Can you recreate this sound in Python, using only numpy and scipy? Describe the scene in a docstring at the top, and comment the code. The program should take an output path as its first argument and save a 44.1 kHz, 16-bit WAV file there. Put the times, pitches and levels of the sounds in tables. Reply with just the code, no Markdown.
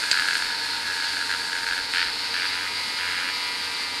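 """Small vibration motor: hangs by its wire in a plastic tub, clacks on the wall, is lifted onto cloth.
Its brushes scrape the same track every turn: pitched buzz, gritty hiss, a rasping band.
In bouts the off-centre weight knocks the housing once a turn. Hanging, the housing rings;
on cloth it is damped and the buzz is steadier and clearer.
Also: faint steady tones (low motor hum, room hum), thin whine, room noise, soft handling bumps."""
import sys
import numpy as np
from scipy import signal
from scipy.fft import rfft, irfft
from scipy.io import wavfile
from scipy.ndimage import map_coordinates

SR = 44100
rng = np.random.default_rng(int(sys.argv[2]) if len(sys.argv) > 2 else 0)


def transcribe(u):
    """Save the signal u as a 16-bit wav file named by the first command-line argument.

    u: samples, shape (n,) or (channels, n), limited to [-1, 1]; the rate is SR.
    q: integer samples, one column per channel.
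    """
    v = np.clip(np.atleast_2d(u).T, -1, 1)
    q = np.round(v * 32767).astype(np.int16)
    wavfile.write(sys.argv[1], SR, q)


N = 176400

# shaft speed: t/s, f/Hz
SHAFT_HZ = [(0, 89), (.3, 89), (.55, 90), (.78, 91.4), (.86, 89.9), (1.25, 88), (1.9, 89.6), (2.02, 88),
            (2.16, 89.8), (2.32, 88.2), (2.44, 89.8), (2.67, 90.6), (2.78, 89.9), (2.86, 90), (2.99, 88.9),
            (3.11, 90.15), (3.34, 89.8), (3.46, 89.3), (3.56, 88.4), (3.8, 87.55), (4, 87.3)]
# rest on cloth: t/s, share/0-1
ON_CLOTH = [(2.25, 0), (2.5, 1)]
# buzz envelope: t/s, level/dB
BUZZ_DB = [(0, -35), (.6, -36), (1.4, -38.5), (2.15, -36), (2.4, -32.5), (2.7, -33.5), (3.2, -31.5),
           (3.5, -31.5), (4, -35)]
# buzz spectra: f/Hz, level/dB
BUZZ_HANGING = [(150, -23), (700, -23), (1400, -3), (2300, -12), (3000, -6), (4200, 0), (4700, 0),
                (5300, 5), (5800, -23), (13500, -18)]
BUZZ_CLOTH = [(150, -30), (300, -38), (460, -19), (700, -14), (1000, -24), (1400, -4), (2200, -29),
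              (2900, 4.5), (3800, -4.5), (4700, 2.5), (5300, -6.5), (5800, -24), (9800, -14), (13500, -22)]
# strong partials: f/shaft rate
ORDERS = [11, 13, 14, 16, 18, 20, 22, 23, 24, 25, 26, 27, 30, 37, 42, 52, 53, 54, 60]
# same partials: relative level/dB
ORDER_DB = [-15.5, -20, -14, -15.5, -13, -16, -10.5, -11.5, -8.5, -15.5, -15.5, -12.5, -12.5, -13.5, -14,
            -15, -11, -13.5, -18.5]
# brush hiss and treble fizz envelopes: t/s, relative level/dB
HISS_DB = [(0, -29.5), (.08, -29), (.35, -30), (.62, -30), (.75, -30), (.92, -31.5), (1.07, -28.5),
           (1.14, -30), (1.65, -32), (1.9, -31), (2.01, -26.5), (2.08, -30), (2.5, -29.5), (2.57, -31.5),
           (2.72, -33.5), (2.77, -30), (2.96, -32), (3.07, -32), (3.27, -34), (3.33, -30.5), (3.71, -32),
           (3.81, -30.5), (3.86, -30.5), (3.91, -32), (4, -31.5)]
FIZZ_DB = [(0.0, -36.5), (0.1, -37), (0.11, -37), (0.14, -37.5), (0.37, -36), (0.51, -41), (1.11, -39),
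           (1.79, -40), (1.88, -43), (1.94, -38.5), (2.04, -41.5), (3.51, -42.5), (4.0, -42.5)]
# hiss and fizz spectra: f/Hz, level/dB
HISS_HANGING = [(300, -60), (1100, -41), (1450, -2), (1700, -5.5), (1900, -6.5), (2400, -6), (3200, -8),
                (3800, -4), (4200, -1), (4700, 0), (5100, -5.5), (5600, -14), (6500, -32), (13000, -77.5)]
HISS_CLOTH = [(300, -41), (1100, -18.5), (1450, -8), (1900, -5), (2300, -3), (3100, -11), (4000, -2),
              (4450, -1), (4720, -2), (4950, -2.5), (5300, -10.5), (5600, -16), (6500, -20.5), (13000, -60)]
FIZZ_SPECTRUM = [(4000, -52.5), (5700, 1.5), (6800, 3), (7900, -0.5), (8600, 3), (9700, -0.5),
                 (10500, -3.5), (12300, -8.5), (13800, -42)]
# rasp band centre: t/s, f/Hz
RASP_HZ = [(.3, 4565), (.75, 4240), (1.05, 4535), (2.1, 4470), (2.7, 4727), (3.25, 4724), (3.85, 4580)]
# thin ring while hanging: t/s, f/Hz, level/dB
SINGING = [(0, 1690, -46), (.2, 1700, -41), (.44, 1718, -43), (.55, 1698, -38.5), (.66, 1695, -40),
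           (.73, 1672, -44), (.85, 1672, -42), (.89, 1672, -35.5), (1.02, 1668, -35.5), (1.1, 1663, -42),
           (1.75, 1668, -46), (1.95, 1668, -65)]
# low motor hum (first row) and room hum: f/Hz, level/dB, drift/Hz
STEADY_TONES = [(271.2, -62, 1.2), (296, -57.5, 3.48), (470.2, -56.5, 7.5), (854, -57, 2.83),
                (978, -55.5, 7.8)]
# room noise spectrum: f/Hz, level/dB
ROOM_SPECTRUM = [(20, -12), (50, -8.5), (105, -9.5), (160, -6), (280, 0), (350, -4), (450, 1), (660, -5),
                 (800, 2), (900, 6.5), (980, 6.5), (1100, -2), (1400, 3), (3000, -28)]
# whine envelope: t/s, level/dB
WHINE_DB = [(0, -48), (.9, -43), (1.8, -44), (2.3, -47.5), (3.1, -50.5), (4, -60)]
# whine pitch flutter: t/s, drift/Hz
WHINE_DRIFT_HZ = [(2, 1), (2.8, 12)]
# rattle bouts: start/s, end/s, level/dB
BOUTS_HANGING = [(.015, .05, -27), (0.049, .12, -30), (.125, .225, -26), (.225, .385, -29.5),
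                 (0.381, .56, -35), (0.559, .87, -37), (.87, 1.08, -32), (1.08, 1.28, -33.5),
                 (1.282, 1.3, -28), (1.354, 1.51, -35.5), (1.517, 1.65, -31.5), (1.66, 1.81, -29),
                 (1.808, 1.9, -36.5)]
BOUTS_CLOTH = [(1.93, 2.03, -23.5), (2.03, 2.1, -31.5), (2.34, 2.465, -28.5), (2.49, 2.68, -32),
               (2.98, 3.3, -30)]
# housing response: f/Hz, level/dB
HOUSING_FREE = [(300, -42), (1100, -24), (1350, -6), (1560, 0), (1690, 1), (1830, -9), (2600, -13),
                (3500, -19), (4300, -11), (5000, -19), (5800, -34), (9000, -35), (11500, -62)]
HOUSING_DAMPED = [(300, -40), (1100, -22), (1380, -3), (1700, 3), (1950, -5), (2600, -6), (3200, -8.5),
                  (3700, -14), (4500, -9), (5100, -17), (5800, -31), (9000, -36), (12000, -54)]
# late bands of a struck body: f/Hz, width/Hz, delay/s
LATE_BANDS = [(1600, 800, .0009), (4900, 1500, .0015)]
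# hard knocks: t/s, level/dB
HARD_KNOCKS = [(0.0372, -25), (0.129, -23), (.173, -21.5), (.196, -21.5), (0.2852, -21.5), (0.3088, -23),
               (0.331, -24), (0.3529, -21.5), (0.4224, -25), (1.168, -26.5), (1.212, -27), (1.3029, -25),
               (1.313, -25.5), (1.325, -26), (1.3377, -25.5), (1.3473, -27), (1.53, -25.5), (1.5519, -26),
               (1.666, -27), (1.6871, -27), (1.7098, -24.5), (1.7224, -25), (1.7323, -25), (1.778, -26),
               (2.431, -26.5)]
# tub clack spectrum: f/Hz, level/dB
CLACK_SPECTRUM = [(100, -22), (1000, -19), (2200, -6), (3400, -10), (4300, -1), (4850, 1), (5300, -15),
                  (7700, -11), (9500, -23), (12000, -35)]
# handling bumps: t/s, level/dB
BUMPS = [(0.459, -57), (.85, -56), (1.63, -54), (1.721, -54), (1.81, -56), (1.98, -58), (2.08, -51)]
# bump spectrum: f/Hz, level/dB
BUMP_SPECTRUM = [(15, -9), (35, 8), (70, 1), (200, -16.5), (800, -60)]


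def amp(db):
    """dB to gain."""
    return 10 ** (np.asarray(db) / 20)


def unit(x):
    """Scale to rms 1."""
    return x / np.sqrt(np.mean(x ** 2) + 1e-20)


def curve(rows):
    """(t/s, value) rows to one value per sample."""
    return np.interp(np.arange(N) / SR, *np.transpose(rows))


def wobble(rate_hz):
    """Smooth random curve, rate_hz knots a second."""
    return map_coordinates(rng.standard_normal(8192), [np.arange(N) * rate_hz / SR], mode='wrap')


def tone(hz, drift_hz):
    """Wavering sine, rms 1."""
    return np.sqrt(2) * np.sin(2 * np.pi * np.cumsum(hz + drift_hz * wobble(30)) / SR)


def gains(spectrum, size):
    """(f/Hz, level/dB) rows to FFT bin gains."""
    hz, db = np.transpose(spectrum)
    return amp(np.interp(np.log(np.fft.rfftfreq(size, 1 / SR) + 1), np.log(hz + 1), db))


def coloured(x, spectrum):
    """Filter by a spectrum, rms 1."""
    return unit(irfft(rfft(x) * gains(spectrum, N), N))


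def settle(x, hanging, cloth):
    """Crossfade two spectra as the motor comes to rest on cloth."""
    share = curve(ON_CLOTH)
    return (1 - share) * coloured(x, hanging) + share * coloured(x, cloth)


def response(spectrum, size=2048):
    """Minimum-phase impulse response."""
    cepstrum = irfft(np.log(gains(spectrum, size)))
    cepstrum[1:size // 2] *= 2
    cepstrum[size // 2 + 1:] = 0
    return irfft(np.exp(rfft(cepstrum)))


def add(out, at_s, sound):
    """Mix in at a time."""
    part = out[max(0, round(at_s * SR)):][:len(sound)]
    part += sound[:len(part)]


def scrape(turns, size=512):
    """Rough track the brushes ride every turn; strong orders left out."""
    orders = np.exp(2j * np.pi * rng.random(size // 3))
    orders[ORDERS] = 0
    return unit(map_coordinates(irfft(orders, size), [turns * size], mode='grid-wrap'))


def buzz(turns, track_db=-6.5, throb_db=-58.5):
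    """Pitched scrape plus strong orders; the weight throbs at shaft rate."""
    partials = sum(np.sqrt(2) * amp(db + 1.8 * wobble(16)) * np.sin(2 * np.pi * (k * turns + rng.random()))
                   for k, db in zip(ORDERS, ORDER_DB))
    partials *= amp(curve(ON_CLOTH) - 1.5)  # 1 dB stronger on cloth
    throb = amp(throb_db + 2.4 * wobble(9.83)) * np.sqrt(2) * np.sin(2 * np.pi * turns)
    track = amp(track_db) * settle(scrape(turns), BUZZ_HANGING, BUZZ_CLOTH)
    return amp(curve(BUZZ_DB)) * (track + partials) + throb


def brushes(turns, pulse_db=.7, grain_db=.5, swell_db=.68, repeat_db=-5):
    """Gritty hiss and fizz, partly alike each turn; contact swells twice a turn."""
    contact = amp(pulse_db * np.cos(4 * np.pi * turns) + grain_db * wobble(900) + swell_db * wobble(50))

    def grit():
        return contact * (rng.standard_normal(N) + amp(repeat_db) * scrape(turns))

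    hiss = amp(curve(HISS_DB) - .9) * settle(grit(), HISS_HANGING, HISS_CLOTH)
    fizz = amp(curve(FIZZ_DB) - 2) * coloured(grit(), FIZZ_SPECTRUM)
    return hiss + fizz


def rasp(width_hz=480, offset_db=-7, swell_ratio=1.6):
    """Moving resonant band in the brush hiss; swells more than the hiss."""
    hiss_db = curve(HISS_DB)
    level_db = hiss_db.mean() + offset_db + swell_ratio * (hiss_db - hiss_db.mean())
    return amp(level_db) * unit(wobble(width_hz) * tone(curve(RASP_HZ), drift_hz=40))


def singing(shimmer_db=2):
    """Thin sustained ring of the hanging motor, near the housing's main mode."""
    t, hz, db = np.transpose(SINGING)
    level_db = curve(np.c_[t, db]) + shimmer_db * wobble(24.82)
    return amp(level_db) * tone(curve(np.c_[t, hz]), drift_hz=6)


def steady_tones():
    """Faint steady tones: low motor hum and room hum."""
    return sum(amp(db) * tone(hz, drift_hz) for hz, db, drift_hz in STEADY_TONES)


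def whine(hz=922):
    """Thin whine; flutters as it fades."""
    return amp(curve(WHINE_DB)) * tone(hz, curve(WHINE_DRIFT_HZ))


def room_noise(db=-41.5):
    """Low steady room noise."""
    return amp(db) * coloured(rng.standard_normal(N), ROOM_SPECTRUM)


def free_housing(mode_hz=1680, mode_db=-11, t60_s=.04):
    """Impulse response of the hanging housing; one mode rings on."""
    body = response(HOUSING_FREE)
    t = np.arange(len(body)) / SR
    mode = np.sin(2 * np.pi * mode_hz * t) * amp(-60 * t / t60_s)
    return unit(body) + amp(mode_db) * unit(mode)


def impact(body, chatter_t60_s, chatter_db, size=4096):
    """Contact plus dying chatter; resonances speak late. Energy of 10 ms at rms 1."""
    t, hz = np.arange(size) / SR, np.fft.rfftfreq(size, 1 / SR)
    force = rng.standard_normal(size) * amp(-60 * t / chatter_t60_s)
    force *= 1 - np.exp(-10 * t / chatter_t60_s)
    force *= amp(chatter_db) / np.linalg.norm(force)
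    force[0] += 1  # first contact
    delay_s = sum(s * np.exp(-((hz - centre) / width) ** 2) for centre, width, s in LATE_BANDS)
    lag = np.exp(-2j * np.pi * np.cumsum(delay_s) * hz[1])
    sound = irfft(rfft(force) * rfft(body, size) * lag)
    return sound / np.linalg.norm(sound) * np.sqrt(SR / 100)


def knock(body, db, treble_hz=2400, neutral_db=-26, treble_db_per_db=.4):
    """Weight strikes housing; harder is brighter."""
    sound = impact(body, chatter_t60_s=.016, chatter_db=-7)
    low = signal.sosfiltfilt(signal.butter(4, treble_hz, fs=SR, output='sos'), sound, padtype=None)
    treble = amp(treble_db_per_db * (db - neutral_db)) * (sound - low)
    return amp(db) * (low + treble)


def rattle(turns, bouts, body, angle_turns, scatter_turns, uneven_db, count=355):
    """One knock a turn during bouts, near one shaft angle; skips turns with a hard knock."""
    out = np.zeros(N)
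    jitter, force = rng.standard_normal((count, 2)).T
    strike_turns = np.arange(count) + angle_turns + scatter_turns * jitter
    times_s = np.interp(strike_turns, turns, np.arange(N) / SR)
    hard_s = np.array(HARD_KNOCKS)[:, 0]
    half_turn_s = .5 / SHAFT_HZ[0][1]
    for at_s, offset_db in zip(times_s, uneven_db * np.clip(force, -2, 1)):
        for start_s, end_s, db in bouts:
            if start_s <= at_s < end_s and np.abs(hard_s - at_s).min() > half_turn_s:
                add(out, at_s, knock(body, db + offset_db))
    return out


def hard_knocks(free, damped):
    """Single hard knocks on the housing; damped from the first bout on cloth."""
    out = np.zeros(N)
    for at_s, db in HARD_KNOCKS:
        add(out, at_s, knock(free if at_s < BOUTS_CLOTH[0][0] else damped, db))
    return out


def tub_clack(at_s=.1136, db=-15.5):
    """Motor hits the plastic wall once."""
    out = np.zeros(N)
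    add(out, at_s, amp(db) * impact(response(CLACK_SPECTRUM), chatter_t60_s=.034, chatter_db=-3.5))
    return out


def handling(width_s=.031):
    """Soft low bumps from the moving hand."""
    t = np.arange(N) / SR
    envelope = sum(amp(db) * np.exp(-((t - at_s) / width_s) ** 2) for at_s, db in BUMPS)
    return envelope * coloured(rng.standard_normal(N), BUMP_SPECTRUM)


def scene(flutter_hz=.1504):
    """One shaft drives buzz, hiss and rattle; the rattle is more regular on cloth."""
    turns = np.cumsum(curve(SHAFT_HZ) + flutter_hz * wobble(40)) / SR
    free, damped = free_housing(), response(HOUSING_DAMPED)
    mix = buzz(turns) + brushes(turns) + rasp() + singing()
    mix += steady_tones() + whine() + room_noise() + handling()
    mix += hard_knocks(free, damped) + tub_clack()
    mix += rattle(turns, BOUTS_HANGING, free, angle_turns=.65, scatter_turns=.04, uneven_db=3)
    mix += rattle(turns, BOUTS_CLOTH, damped, angle_turns=.9, scatter_turns=.02, uneven_db=1)
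    return mix[None]


def record(dry, cutoff_hz=13900):
    """Steep low-pass."""
    return signal.fftconvolve(dry, signal.firwin(501, cutoff_hz, fs=SR)[None], mode='same')


dry = scene()
out = record(dry)
transcribe(out)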